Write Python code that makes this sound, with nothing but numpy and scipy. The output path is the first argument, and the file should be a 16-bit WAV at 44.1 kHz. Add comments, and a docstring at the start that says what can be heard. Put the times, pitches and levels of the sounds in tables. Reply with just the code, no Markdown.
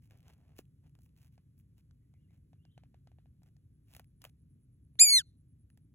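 """A meadow by trees: a low rumble, thin hiss, a distant whistling songbird and an insect pulsing its wings.
A small hawk feeds on the ground right under the microphone: its beak clicks, feathers rub and rustle,
dry litter snaps and tugs knock the prey on the ground. Then its syrinx gives one sharp cry
that leaps up, sinks and breaks off roughly, with a faint echo from the trees."""
import sys
import numpy as np
from scipy import signal
from scipy.fft import rfft, irfft, next_fast_len
from scipy.io import wavfile

SR = 44100
rng = np.random.default_rng(int(sys.argv[2]) if len(sys.argv) > 2 else 0)


def pcm_store(signal):
    """Save signal as 16-bit PCM."""
    levels = np.round(np.clip(np.atleast_2d(signal), -1, 1) * 32767)
    wavfile.write(sys.argv[1], SR, levels.astype(np.int16).T)


N = 262262
T = np.arange(N) / SR

# Feather rubs. Each row: middle in seconds, length in seconds, level in dB, tilt in dB per octave.
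FEATHER_RUBS = [(0.045, 0.07, -75, 1.5), (0.147, 0.15, -71, -3.5), (0.284, 0.18, -68, -3.5),
                (0.475, 0.39, -75, -5), (0.587, 0.08, -66.5, 2), (0.857, 0.084, -75.5, -4.5),
                (1.033, 0.14, -78, 5.5), (1.225, 0.18, -73, 0.5), (1.338, 0.061, -81.5, 2),
                (1.594, 0.067, -75, 11), (1.787, 0.06, -77.5, 0.5), (2.344, 0.1, -83, -2),
                (3.474, 0.062, -76.5, -3.5), (3.94, 0.21, -71, 0.5), (4.254, 0.12, -70, -2.5)]
# The tone of dry litter and feathers. Each row: frequency in Hz, gain in dB.
LITTER_EQ = [(200, -4), (700, 1.5), (1300, -6), (2750, 1), (3750, -6), (6300, -6), (8500, -8),
             (10500, -4.5), (13000, -5.5), (15500, -8)]


def undb(db):
    """Decibels to gain."""
    return 10 ** (np.asarray(db) / 20)


def unit(x):
    """Scale to rms 1."""
    return x / np.sqrt(np.mean(x ** 2) + 1e-30)


def curves(rows, at=T):
    """One curve for each column after the first, in straight lines between the rows."""
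    knots, *columns = np.transpose(rows)
    return [np.interp(at, knots, column) for column in columns]


def colour(x, points):
    """Equalise through (Hz, dB) points."""
    hz, db = np.transpose(points)
    size = next_fast_len(len(x))
    bins_hz = np.fft.rfftfreq(size, 1 / SR)
    gain = undb(np.interp(np.log(bins_hz + 1), np.log(hz), db))
    return irfft(rfft(x, size) * gain, size)[:len(x)]


def band(x, lo_hz, hi_hz, order=2):
    """Causal band-pass."""
    sos = signal.butter(order, [lo_hz, min(hi_hz, .49 * SR)], "band", fs=SR, output="sos")
    return signal.sosfilt(sos, x)


def noise(count, lo_hz, hi_hz, order=2):
    """A band of noise, rms 1."""
    return unit(band(rng.standard_normal(count), lo_hz, hi_hz, order))


def add(out, start_s, x):
    """Mix a short sound in."""
    i = max(int(start_s * SR), 0)
    out[i:i + len(x)] += x[:max(N - i, 0)]


def meadow(rumble_db=-61.5):
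    """A distant rumble and a low drone that dips, then slowly swells, under thin hiss."""
    # The tone of the rumble and of the hiss. Each row: frequency in Hz, gain in dB.
    rumble_eq = [(22, -42), (32, -29.5), (45, -8), (70, 0), (130, -0.5), (160, -2.5), (195, -13.5),
                 (260, -15), (350, -26), (500, -35.5), (800, -58), (2000, -78)]
    hiss_eq = [(400, -2), (1000, -2), (2000, .5), (4000, -2), (6000, -4.5), (7700, -2.5), (9500, 1.5),
               (11500, 3.5), (13000, -9), (16000, -9.5)]
    # Fader moves for the drone and the hiss. Each row: time in seconds, level in dB.
    drone_fader = [(0, -81.5), (1.8, -88), (3.4, -83), (4.6, -80), (5.95, -78.5)]
    hiss_fader = [(0, -89.5), (1.6, -90.5), (5.95, -91.5)]
    rumble = unit(colour(rng.standard_normal(N), rumble_eq)) * undb(rumble_db)
    drone = noise(N, 220, 300) * undb(curves(drone_fader)[0])
    hiss = unit(colour(rng.standard_normal(N), hiss_eq)) * undb(curves(hiss_fader)[0])
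    return rumble + drone + hiss


def tree_echo(x, near_db=-58, far_db=-63, delay_s=0.085, t60_s=0.3):
    """Scattered returns from the undergrowth, then a weak echo from the trees."""
    t = T[:SR // 2]
    response = np.zeros(N)
    for start_s, db in ((0, near_db), (delay_s, far_db)):
        scatter = noise(len(t), 1200, 7500) * undb(-60 * t / t60_s)
        add(response, start_s, undb(db) * scatter / np.linalg.norm(scatter))
    return signal.fftconvolve(x, response[:SR])[:N]


def insect(stroke_hz=134, chirp_period_s=.1095, start_s=3.58, end_s=5.98, fade_s=0.23):
    """Wing strokes ring a narrow treble resonance in quick chirps; the bout swells and stops."""
    chirps = np.clip(.4 + np.cos(2 * np.pi * (T - 4.52) / chirp_period_s), 0, 1)
    strokes = 1 + .8 * np.cos(2 * np.pi * stroke_hz * T)
    bout = np.clip(np.minimum(T - start_s, end_s - T) / fade_s, 0, 1)
    swell = undb(-89.5 + 2.5 * (T - start_s))
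    return noise(N, 9900, 10230) * chirps * strokes * bout * swell


def songbird(gain_db=-1.5, droop=.24, droop_s=0.0079):
    """Thin whistles from far off, each swinging up to a peak and down again."""
    # The song. Each row: middle in seconds, length in seconds, top pitch in Hz, level in dB.
    notes = [(2.034, .06, 2430, -94), (2.153, 0.043, 2500, -85), (2.222, .11, 3650, -91),
             (2.304, 0.05, 2510, -84), (2.637, 0.12, 3650, -85), (2.719, .08, 3970, -80.5)]
    out = np.zeros(N)
    for middle_s, length_s, top_hz, db in notes:
        t = np.arange(-length_s / 2, length_s / 2, 1 / SR)
        hz = top_hz * (1 - droop * (1 - np.exp(-np.abs(t) / droop_s)))
        whistle = np.sin(2 * np.pi * np.cumsum(hz) / SR) * signal.windows.tukey(len(t), .5)
        add(out, middle_s + t[0], undb(db + gain_db) * whistle)
    return out + tree_echo(out, near_db=-7.5, far_db=-14, delay_s=0.041, t60_s=0.26)


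def feather_rustles(grains_per_s=3000, spread_db=4.5):
    """Feather barbs slip over each other in swells of tiny uneven clicks."""
    out = np.zeros(N)
    for middle_s, length_s, db, tilt_db in FEATHER_RUBS:
        n = int(length_s * SR)
        slips = rng.random(SR)[:n] < grains_per_s / SR
        strength = undb(spread_db * np.minimum(rng.exponential(size=SR)[:n], 5))
        polarity = np.sign(rng.standard_normal(SR)[:n])
        tilted_eq = [(hz, eq_db + tilt_db * np.log2(hz / 1000)) for hz, eq_db in LITTER_EQ]
        rustle = unit(colour(slips * strength * polarity, tilted_eq))
        add(out, middle_s - length_s / 2, undb(db) * rustle * signal.windows.hann(n))
    return out


def litter_crackle(cracks_per_rub=4, gain_db=10, spread_db=3, decay_s=0.00099):
    """Each rustle sets off a few small cracks in the litter."""
    out, t = np.zeros(N), T[:SR // 100]
    for middle_s, length_s, db, _ in FEATHER_RUBS:
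        for offset, size in rng.uniform(-0.7, 1, (cracks_per_rub, 2)):
            crack = noise(len(t), 1200, .49 * SR) * np.exp(-t / decay_s)
            add(out, middle_s + offset * length_s / 2, undb(db + gain_db + spread_db * size) * crack)
    return colour(out, LITTER_EQ)


def prey_thumps(decay_s=0.0014, rise_s=0.00027):
    """A tug lets go and the prey's soft body knocks on the ground."""
    # Tugs that jolt the prey. Each row: start in seconds, level in dB, pitch in Hz.
    tugs = [(.5915, -38.5, 366), (3.999, -49.5, 630)]
    out, t = np.zeros(N), T[:SR // 16]
    envelope = 2 * (np.exp(-t / decay_s) - np.exp(-t / rise_s))
    for start_s, db, hz in tugs:
        add(out, start_s, undb(db) * np.sin(2 * np.pi * hz * t) * envelope)
    return out


def dry_snaps(gain_db=-3, body_lift_db=2, crack_s=.0011, tail_s=0.013, tail_db=-21):
    """A dry fibre breaks with a crack and shakes its neighbours."""
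    # Breaking litter and quills. Each row: start in seconds, level in dB, low-mid body trim in dB.
    breaks = [(0.109, -53, -2), (0.2814, -50, -3), (0.5839, -44, -10), (0.5882, -37, -6),
              (0.9522, -60, 2.5), (1.019, -58, -27), (1.0608, -63, -3), (3.433, -55.5, -5),
              (3.937, -44.5, -14), (3.9499, -40, -7.5), (3.9649, -37, -10), (3.9958, -41.5, -2.5),
              (4.2182, -41, -16), (4.2411, -36.5, -4.5), (4.2507, -35, -4.5), (4.9545, -71.5, 8.5),
              (5.7017, -61, -5), (5.7745, -54, -6)]
    out, t = np.zeros(N), T[:SR // 16]
    envelope = np.exp(-t / crack_s) + undb(tail_db) * np.exp(-t / tail_s)
    for start_s, db, body_db in breaks:
        crack = noise(len(t), 2750, 15800)
        body = undb(body_db + body_lift_db) * noise(len(t), 480, 2100)
        add(out, start_s, undb(db + gain_db) * (crack + body) * envelope)
    return colour(out, LITTER_EQ)


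def beak_clicks(tick_s=0.0019, tail_db=-25, tail_s=0.021):
    """Each closing of the beak is a tiny tick and a short hollow knock, followed by a faint crackle."""
    # The beak's resonances. Each row: frequency in Hz, bandwidth in Hz, level in dB.
    modes = [(728, 185, -4.5), (1740, 530, -15.5), (2470, 510, -14.5)]
    # Closings of the beak. Each row: start in seconds, level in dB, tick trim in dB.
    bites = [(0.989, -59.5, -4.5), (1.379, -52, -13), (1.91, -71.5, 10), (2.139, -61.5, -6.5),
             (2.307, -67, -3), (2.379, -72, -13), (2.532, -52, -19), (2.652, -56.5, -4.5),
             (2.778, -43.5, -11), (2.836, -49.5, -13), (2.944, -49.5, -17.5), (3.073, -49.5, -9),
             (3.117, -55.5, -14), (3.186, -52, -40), (3.258, -56.5, -26), (3.42, -59.5, -22),
             (3.566, -67, 4.5)]
    out, t = np.zeros(N), T[:SR // 16]
    knock = sum(undb(db) * np.exp(-np.pi * width_hz * t) * np.sin(2 * np.pi * hz * t)
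                for hz, width_hz, db in modes)
    for start_s, db, tick_db in bites:
        tick = noise(len(t), 900, 6900) * np.exp(-t / tick_s) / 2
        grains = rng.standard_normal(len(t)) ** 3  # cubing makes the noise spiky
        tail = unit(band(grains, 1000, 3500)) * np.exp(-t / tail_s) / 2
        add(out, start_s, undb(db) * (knock + undb(tick_db) * tick + undb(tail_db) * tail))
    return out


def throat_gain(k, pitch_hz, slack):
    """Strength of partial k: shaped by the throat, duller at low effort, less steady the higher it is."""
    # Resonances of the throat and open beak. Each row: frequency in Hz, gain in dB.
    throat_eq = [(1300, -3.5), (2020, -15.5), (2230, -16.5), (2450, -19.5), (3000, -1), (4250, 4),
                 (4520, -1.5), (4680, -10.5), (4900, -6), (6400, -8.5), (7400, -6), (7800, -11), (8800, -6),
                 (9800, -12), (11200, -10.5), (12300, -29.5), (13300, -34), (14700, -23), (16000, -30)]
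    dull_db = -3.5 * (k - 1.5) * slack
    flutter_db = 0.0923 * k ** 2 * noise(len(pitch_hz), 30, 200, order=4)
    return undb(curves(throat_eq, k * pitch_hz)[0] + dull_db + flutter_db)


def hawk_cry(gain_db=-21, attack_s=.014, release_s=0.052, accent_at_s=5.013, jitter=0.15, shimmer=0.28):
    """The syrinx sings a harmonic stack; its cycles turn uneven where the pressure rises and fails."""
    # The cry's pitch line. Each row: time in seconds, pitch in Hz.
    glide = [(4.987, 1370), (4.998, 2259), (5.014, 2450), (5.033, 2463), (5.074, 2279), (5.113, 2229),
             (5.142, 2134), (5.177, 2037), (5.224, 1321)]
    # One accent brightens the voice. Each entry: lift in dB, for harmonics 1 to 7.
    accent_lifts = [11, 7.5, 16.5, 17.5, 14, 1, -0.5]
    t = np.arange(glide[0][0], glide[-1][0], 1 / SR)
    n = len(t)
    hz, = curves(glide, t)
    effort = np.minimum((t - t[0]) / attack_s, (t[-1] - t) / release_s)
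    slack = np.clip(1 - effort, 0, 1) ** 2  # 1 at both ends, 0 in the hold
    accent_width_s = np.where(t < accent_at_s, 0.015, 0.045)
    accent = np.exp(-((t - accent_at_s) / accent_width_s) ** 2)
    roughness = 0.02 + .7 * np.sqrt(slack)
    phase = 2 * np.pi * np.cumsum(hz) / SR + jitter * roughness * noise(n, 60, 500, order=4)
    voice = sum(throat_gain(k, hz, slack) * undb(lift_db * accent) * np.sin(k * phase)
                for k, lift_db in enumerate(accent_lifts, 1))
    voice *= 1 + shimmer * roughness * noise(n, 60, 600, order=4)
    # Alternate cycles differ a little, which puts faint smeared tones between the harmonics.
    # Each row: multiple of the pitch, level in dB.
    half_harmonics = [(.5, -53), (1.5, -42.5), (3.5, -32), (4.5, -32)]
    rasp = sum(undb(db) * throat_gain(k, hz, slack) * np.sin(k * phase) * noise(n, 7, 160, order=4)
               for k, db in half_harmonics)
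    rasp *= undb(3 * noise(n, 8, 30) - 25 * slack)  # patchy, and fading at both ends
    hiss = noise(n, 5500, 12000, order=4) * slack * undb(-14)
    envelope = undb(gain_db - 43 * slack) * signal.windows.tukey(n, .03)
    out = np.zeros(N)
    add(out, t[0], (voice + rasp + hiss) * envelope)
    return band(out, 1220, 20000, order=4)


def stereo_image(x):
    """Both sides carry the same sound; the left leads in phase by an amount that grows with frequency."""
    # The stereo image. Each row: frequency in Hz, left phase lead in radians, left minus right in dB.
    image = [(63, 0.022, 0.6), (314, 0.84, -0.5), (700, 0.77, 3), (1500, .1, -8), (2010, 1.2, -1),
             (2395, 1.3, -2.5), (3370, 1.8, 1.5), (4313, 2.01, 0.5), (4970, 3.75, 1), (6970, 6.3, -0.5),
             (9107, 9.62, 0.5), (11260, 13.15, 0), (15350, 18.9, -1)]
    size = next_fast_len(N + SR // 10)
    lead, balance_db = curves(image, np.fft.rfftfreq(size, 1 / SR))
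    left = undb(balance_db / 2) * np.exp(1j * lead / 2)
    return irfft(rfft(x, size) * np.array([left, 1 / left]), size)[:, :N]


def scene():
    """The hawk and its surroundings; a little of the rumble comes from the sides."""
    cry = hawk_cry()
    echo = tree_echo(cry)
    feeding = beak_clicks() + dry_snaps() + prey_thumps() + feather_rustles() + litter_crackle()
    background = songbird() + insect() + meadow()
    side = noise(N, 110, 300) * undb(-86)
    return stereo_image(background + feeding + cry + echo) + np.array([side, -side])


def record(dry, top_hz=15900):
    """The recorder's steep low-pass cuts the highest treble."""
    return signal.sosfilt(signal.ellip(10, .1, 80, top_hz, fs=SR, output="sos"), dry)


dry = scene()
out = record(dry)
pcm_store(out)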